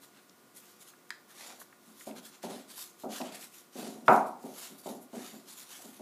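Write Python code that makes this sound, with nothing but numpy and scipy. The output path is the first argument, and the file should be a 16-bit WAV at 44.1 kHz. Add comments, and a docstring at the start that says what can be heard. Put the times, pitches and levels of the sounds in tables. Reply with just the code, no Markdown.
"""In a quiet room, two hands roll a strip of newspaper round a wooden pot maker on a wooden table.
From the start the strip rubs and rustles in short pulls, and now and then a crease snaps.
After a second the roller's bare end taps once. Then the paper-wrapped roller drags over the table
and bumps it softly as the grip changes. At four seconds it knocks hard and makes the table ring;
the rustling, soft bumps and dragging go on to the end."""
import sys
import numpy as np
from scipy import signal
from scipy.fft import rfft, irfft
from scipy.io import wavfile
from scipy.ndimage import uniform_filter1d

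SR = 44100
rng = np.random.default_rng(int(sys.argv[2]) if len(sys.argv) > 2 else 0)


def inscribe(sig):
    """Save sig as 16-bit PCM at rate SR to the path in sys.argv[1].

    A 1-D sig is mono; a 2-D sig holds one channel per row.
    Samples are clipped to [-1, 1] before scaling.
    """
    pcm = np.round(np.clip(np.atleast_2d(sig).T, -1, 1) * 32767)
    wavfile.write(sys.argv[1], SR, pcm.astype(np.int16))


N = 265041
TIME = np.arange(N) / SR
KNOCK_S, KNOCK_DB = 4.0803, -16.5  # the one hard knock

# the blur of many tones that table and room ring with: f/Hz, level/dB per Hz
RING_SPECTRUM = [(40, -30), (95, -18), (125, -18), (230, 3), (350, -6), (500, -3), (700, 4.5), (950, 1),
                 (1400, 2), (1800, -14), (2400, -12), (3200, -26), (9000, -19.5)]


def undb(db):
    """Turn decibels into a factor to multiply by."""
    return 10 ** (np.asarray(db) / 20)


def unit(x):
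    """Scale a signal to an average (rms) size of 1."""
    return x / np.sqrt(np.mean(x ** 2))


def along(hz, points):
    """Read between (f/Hz, value) points, with every octave equally wide."""
    f, value = np.transpose(points)
    return np.interp(np.log(np.maximum(hz, 1)), np.log(f), value)


def colour(x, points):
    """Turn a sound's frequencies up or down to follow (f/Hz, level/dB) points."""
    hz = np.linspace(0, SR / 2, len(x) // 2 + 1)
    return irfft(rfft(x) * undb(along(hz, points)), len(x))


def band(x, hz, kind, order=2):
    """Keep the lows, the highs or a band; a higher order cuts more steeply."""
    return signal.sosfilt(signal.butter(order, np.clip(hz, 20, .45 * SR), kind, fs=SR, output="sos"), x)


def add(out, s, x):
    """Mix x into out, starting at s seconds."""
    i = int(s * SR)
    out[i:i + len(x)] += x[:len(out) - i]


def wander(rate):
    """A curve of size about 1 that glides to a new random value `rate` times a second."""
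    hold = int(SR / rate)
    steps = np.repeat(rng.standard_normal(N // hold + 1), hold)
    return unit(uniform_filter1d(steps, hold)[:N])


def fade(t, t60):
    """Die away by 60 dB in t60 seconds."""
    return np.exp(-np.log(1000) * t / t60)


def room_tone(air_db=-61.6, waver=0.00308):
    """Steady air and hiss, with the faint wavering hum of a far appliance."""
    # the room's steady noise: f/Hz, level/dB per Hz
    air_spectrum = [(18, -69), (30, -47), (123, -11.5), (218, -0.5), (652, -9), (724, -10), (869, -12.5),
                    (1070, -6.5), (1250, -12), (1460, -12.5), (1580, -15), (2110, -15), (2670, -18),
                    (15300, -20.5)]
    # the appliance's tones: f/Hz, level/dB
    hum_tones = [(360.7, -73), (721.4, -79), (1200, -78.5), (1437, -75.5)]
    out = unit(colour(rng.standard_normal(N), air_spectrum)) * undb(air_db)
    for hz, db in hum_tones:
        cycles = np.cumsum(hz * (1 + waver * wander(12))) / SR
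        out += undb(db) * np.sqrt(2) * np.sin(2 * np.pi * cycles)
    return out


def fibres(rate, spread_db):
    """Tiny slips of paper fibres, about `rate` a second, some larger than the rest."""
    size = undb(spread_db * np.minimum(rng.exponential(size=N), 5))
    return unit(rng.standard_normal(N) * size * (rng.random(N) < rate / SR))


def pull(start_s, length_s, speed_power=1.08, sag_db_per_s=3):
    """Loudness of one pull: it gathers speed, slackens a little, then runs out."""
    t = np.maximum(TIME - start_s, 0)
    rise_s, release_s = 0.024 + 0.27 * length_s, 0.014 + 0.35 * length_s
    speed = np.minimum(t / rise_s, 1)
    release = np.exp(-np.maximum(t - length_s, 0) / release_s)
    return speed ** speed_power * undb(-sag_db_per_s * t) * release


def rustle(rasp_db=-4.0, middle_db=-0.35, hiss_db=-2.0, catch_db=1.26):
    """The strip rubs: loose paper rasps low, tight layers hiss high, and the slide keeps catching."""
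    # pulls of the hands: start/s, length/s, level/dB, tightness/dB (extra hiss; negative when loose)
    pulls = [(0, 0.045, -61, 0), (0.124, 0.066, -69.5, -7), (0.539, 0.041, -55.5, 3.5),
             (0.588, 0.13, -63, -0.5), (0.782, 0.037, -57.5, 0.5), (0.855, 0.03, -56.5, 1),
             (1.27, 0.048, -59.5, -1.5), (1.329, 0.16, -53, -2.5), (1.585, 0.021, -53, 3.5),
             (1.8, 0.19, -66.5, 1.5), (1.96, 0.073, -58.5, 2), (2.045, 0.042, -54.5, -1.5),
             (2.147, 0.028, -52.5, -3.5), (2.216, 0.05, -54.5, 1), (2.301, 0.046, -61, -3),
             (2.417, 0.027, -46.5, -3), (2.454, 0.109, -54.5, -3.5), (2.67, 0.045, -54, -1),
             (2.731, 0.092, -49.5, 2.5), (2.958, 0.068, -61, 1.5), (3.084, 0.101, -48, -2.5),
             (3.214, 0.079, -55, -4.5), (3.311, 0.045, -50, -2), (3.379, 0.062, -52.5, 1),
             (3.497, 0.084, -58, 1), (3.716, 0.16, -52, -1.5), (4.046, 0.12, -52, -0.5),
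             (4.253, 0.02, -57.5, 5), (4.373, 0.18, -61, 0.5), (4.521, 0.14, -51.5, -0.5),
             (4.769, 0.018, -56, 6), (4.823, 0.076, -52, 1), (5.002, 0.019, -66.5, 13),
             (5.103, 0.2, -54.5, -1.5), (5.446, 0.081, -54.5, 0.5), (5.546, 0.07, -53.5, 1),
             (5.654, 0.11, -53, -0.5), (5.748, 0.2, -59.5, 0)]
    # the tone of rubbing paper: f/Hz, level/dB per Hz
    paper_spectrum = [(400, -10), (1200, -1), (1700, -2.5), (3400, -4), (5200, -0.5), (7000, 2),
                      (8500, -3.5), (10500, 2.5), (13000, 2.5), (15500, -9)]
    power = np.zeros((3, N))  # one row each for rasp, middle and hiss
    for s, length, db, tight_db in pulls:
        tone_db = np.array([[rasp_db - 1.2 * tight_db], [middle_db], [hiss_db + tight_db]])
        power += (undb(db + tone_db) * pull(s, length)) ** 2
    slips = colour(fibres(rate=14000, spread_db=0.5), paper_spectrum)
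    # the sheet bends all the time, so each narrow band comes and goes by about 2 dB
    edges_hz = np.geomspace(450, 16000, num=34)
    spectrum, hz = rfft(slips), np.linspace(0, SR / 2, N // 2 + 1)
    sheet = sum(irfft(spectrum * ((hz >= low) & (hz < high)), N) * undb(2 * wander(18))
                for low, high in zip(edges_hz, edges_hz[1:]))
    rasp = band(sheet, 3820, "lowpass", order=4)
    middle = band(sheet, [3500, 9000], "bandpass", order=4)
    hiss = band(sheet, 8200, "highpass", order=4)
    sliding = sum(unit(part) * np.sqrt(row) for part, row in zip((rasp, middle, hiss), power))
    return sliding * undb(catch_db * wander(130))


def echo(x, wet_db, t60, top_hz=7000):
    """A small furnished room adds a short, duller tail to the sound."""
    t = TIME[:SR // 2]
    tail = band(rng.standard_normal(len(t)), top_hz, "lowpass", order=1) * fade(t, t60) * (t > .003)
    return x + undb(wet_db) * signal.fftconvolve(x, tail / np.linalg.norm(tail))[:N]


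def snaps(width=1.39, crack_db=-17, decay_cycles=7.2):
    """Each crease gives way in a short burst that rings a small patch of paper."""
    # snapping creases: t/s, peak level/dB, f/Hz
    creases = [(0.295, -45.5, 4740), (0.934, -48.5, 1500), (1.093, -50, 7900), (1.614, -41.5, 1370),
               (1.725, -47, 1460), (2.008, -42.5, 1670), (2.11, -46, 2170), (2.436, -45, 4500),
               (2.776, -43.5, 1160), (3.214, -33.5, 3200), (3.322, -41, 3200), (3.427, -42, 2320),
               (5.263, -38.5, 5070)]
    out, t = np.zeros(N), TIME[:SR // 20]
    for s, db, hz in creases:
        decay_s = decay_cycles / hz
        burst = rng.standard_normal(len(t)) * np.exp(-t / decay_s) * (1 - np.exp(-2 * t / decay_s))
        patch = unit(band(burst, [hz / width, hz * width], "bandpass"))
        snap = patch + undb(crack_db) * unit(band(burst, 900, "highpass"))
        add(out, s, snap * undb(db) / np.abs(snap).max())
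    return out


def tap(start_s=1.105, peak_db=-22, crack_db=-7, crack_s=0.0012, crack_hz=8000):
    """The roller's bare end gives a dry click, since the hand stops the wood from ringing on."""
    # the roller's own tones: f/Hz, level/dB, decay/s
    roller_tones = [(1040, -8.5, 0.0015), (1820, 1, 0.0011), (2070, -4, 0.00066), (4700, 3, 0.00045),
                    (6370, 3, 0.00026)]
    out, t = np.zeros(N), TIME[:SR // 20]
    ring = sum(undb(db) * np.sin(2 * np.pi * hz * t) * np.exp(-t / decay_s)
               for hz, db, decay_s in roller_tones)
    noise = unit(band(rng.standard_normal(len(t)), crack_hz, "lowpass"))
    crack = undb(crack_db) * noise * np.exp(-t / crack_s)
    rise = 1 - np.exp(-t / 0.00058)
    click = band((ring + crack) * rise, 870, "highpass", order=5)
    add(out, start_s, click * undb(peak_db) / np.abs(click).max())
    return out


def drags(low_hz=230, high_hz=750):
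    """The roll drags, and its small slips stir the table into a dull rumble that swells and fades."""
    # slides over the table: t/s of the peak, half length/s, level/dB
    slides = [(1.494, 0.099, -56.5), (4.615, 0.58, -67), (5.843, 0.083, -60)]
    slips = colour(fibres(rate=900, spread_db=2.0), RING_SPECTRUM)
    rumble = unit(band(slips, [low_hz, high_hz], "bandpass"))
    swells = sum(undb(db) * np.exp(-np.minimum(np.abs(TIME - peak_s) / half_s, 10) ** 1.5)
                 for peak_s, half_s, db in slides)
    return rumble * swells


def table_ring(blur_db=2.5, place_db=1.5, crack_db=-14, crack_s=0.0023):
    """The struck table gives clear tones, a blur of many more, and a short crack."""
    # the table top's own tones: f/Hz, level/dB
    table_tones = [(145, -19), (179, -14), (219, -7), (250, -7), (272, -8), (297, -13), (373, -7),
                   (394, -11), (415, -13), (542, -10), (586, -8), (633, -9), (649, -6), (674, -10),
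                   (731, 0), (778, -5), (817, -4), (895, -3), (912, -8), (951, -2), (992, -8), (1039, -10),
                   (1221, -14), (1255, -10), (1335, -12), (1395, -12), (1490, -13), (1606, -17)]
    # how long the ring lasts: f/Hz, t/s to fade by 60 dB
    ring_times = [(150, 0.53), (260, 0.55), (520, 0.45), (850, 0.52), (1500, 0.36), (4000, 0.43)]
    t = TIME[:SR]
    hz, db = np.transpose(table_tones)[:, :, None]
    strength = undb(db + place_db * rng.standard_normal(hz.shape))  # each spot struck favours other tones
    waves = np.sin(2 * np.pi * (hz * t + rng.random(hz.shape)))
    tones = np.sum(strength * waves * fade(t, along(hz, ring_times)), axis=0)
    edges_hz = 30 * 2 ** np.arange(0, 9.5, .5)  # half an octave apart
    blur = np.zeros(SR)
    for low, high in zip(edges_hz, edges_hz[1:]):
        noise = band(colour(rng.standard_normal(SR), RING_SPECTRUM), [low, high], "bandpass", order=3)
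        blur += noise * fade(t, along(np.sqrt(low * high), ring_times))
    crack = band(rng.standard_normal(SR) * np.exp(-t / crack_s), [700, 5000], "bandpass")
    return unit(tones) + undb(blur_db) * unit(blur) + undb(crack_db) * unit(crack)


def blow(db, padded_hz=239, squash_hz=1815, stiffening=0.7, build_cycles=0.32):
    """The roller hits the table; more force squashes its paper padding and wakes higher tones."""
    cutoff_hz = padded_hz + squash_hz * undb(db - KNOCK_DB) ** stiffening
    # the padding takes a moment to squash, so the ring builds up
    ring = table_ring() * (1 - np.exp(-TIME[:SR] * cutoff_hz / build_cycles))
    muffled = band(ring, cutoff_hz, "lowpass", order=3)
    thinned = band(muffled, 0.16 * cutoff_hz, "highpass", order=1)
    hit = thinned * undb(db) / np.std(thinned[:SR // 30])
    return band(hit, 154, "highpass", order=4)  # the deep bass is cut from each knock


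def bumps():
    """The wrapped roller bumps the table softly as the grip changes."""
    # soft blows: t/s, level/dB
    soft_blows = [(1.869, -59), (2.068, -42.5), (2.171, -56), (2.434, -39), (2.497, -43.5), (3.035, -38.5),
                  (3.200, -37), (3.299, -54.5), (3.753, -45), (3.781, -42), (3.824, -43.5), (3.871, -45),
                  (3.944, -51.5), (4.022, -50), (4.437, -41.5), (4.699, -53), (4.858, -40), (5.13, -43.5),
                  (5.157, -46), (5.328, -49.5), (5.839, -52.5), (5.993, -46.5)]
    out = np.zeros(N)
    for s, db in soft_blows:
        add(out, s, blow(db))
    return out


def hard_knock(gap_s=0.0128, step_db=7.5, edge_db=-9, edge_s=0.0018, thud_db=-8, thud_hz=142):
    """A bare edge lands with a crack and heaves the whole table top."""
    out, t = np.zeros(N), TIME[:SR // 2]
    # three overlapping layers: the knock stays loud for a moment, then dies away
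    for layer in range(3):
        add(out, KNOCK_S + layer * gap_s, blow(KNOCK_DB - layer * step_db))
    edge = unit(band(rng.standard_normal(len(t)), [900, 3500], "bandpass")) * np.exp(-t / edge_s)
    thud = band(np.sin(2 * np.pi * thud_hz * t) * fade(t, t60=0.074), 126, "highpass", order=6)
    add(out, KNOCK_S + 0.00132, undb(KNOCK_DB) * (undb(edge_db) * edge + undb(thud_db) * thud))
    return out


def scene():
    """Mix paper, roller, table and room into one channel."""
    paper = echo(rustle() + snaps(), wet_db=-15, t60=0.34)
    click = echo(tap(), wet_db=-10, t60=0.3)
    table = bumps() + hard_knock() + drags()
    return (paper + click + table + room_tone())[None]


def record(dry, top_hz=15300):
    """Cut away the very highest treble."""
    return signal.sosfilt(signal.ellip(10, .2, 70, top_hz, fs=SR, output="sos"), dry)


dry = scene()
out = record(dry)
inscribe(out)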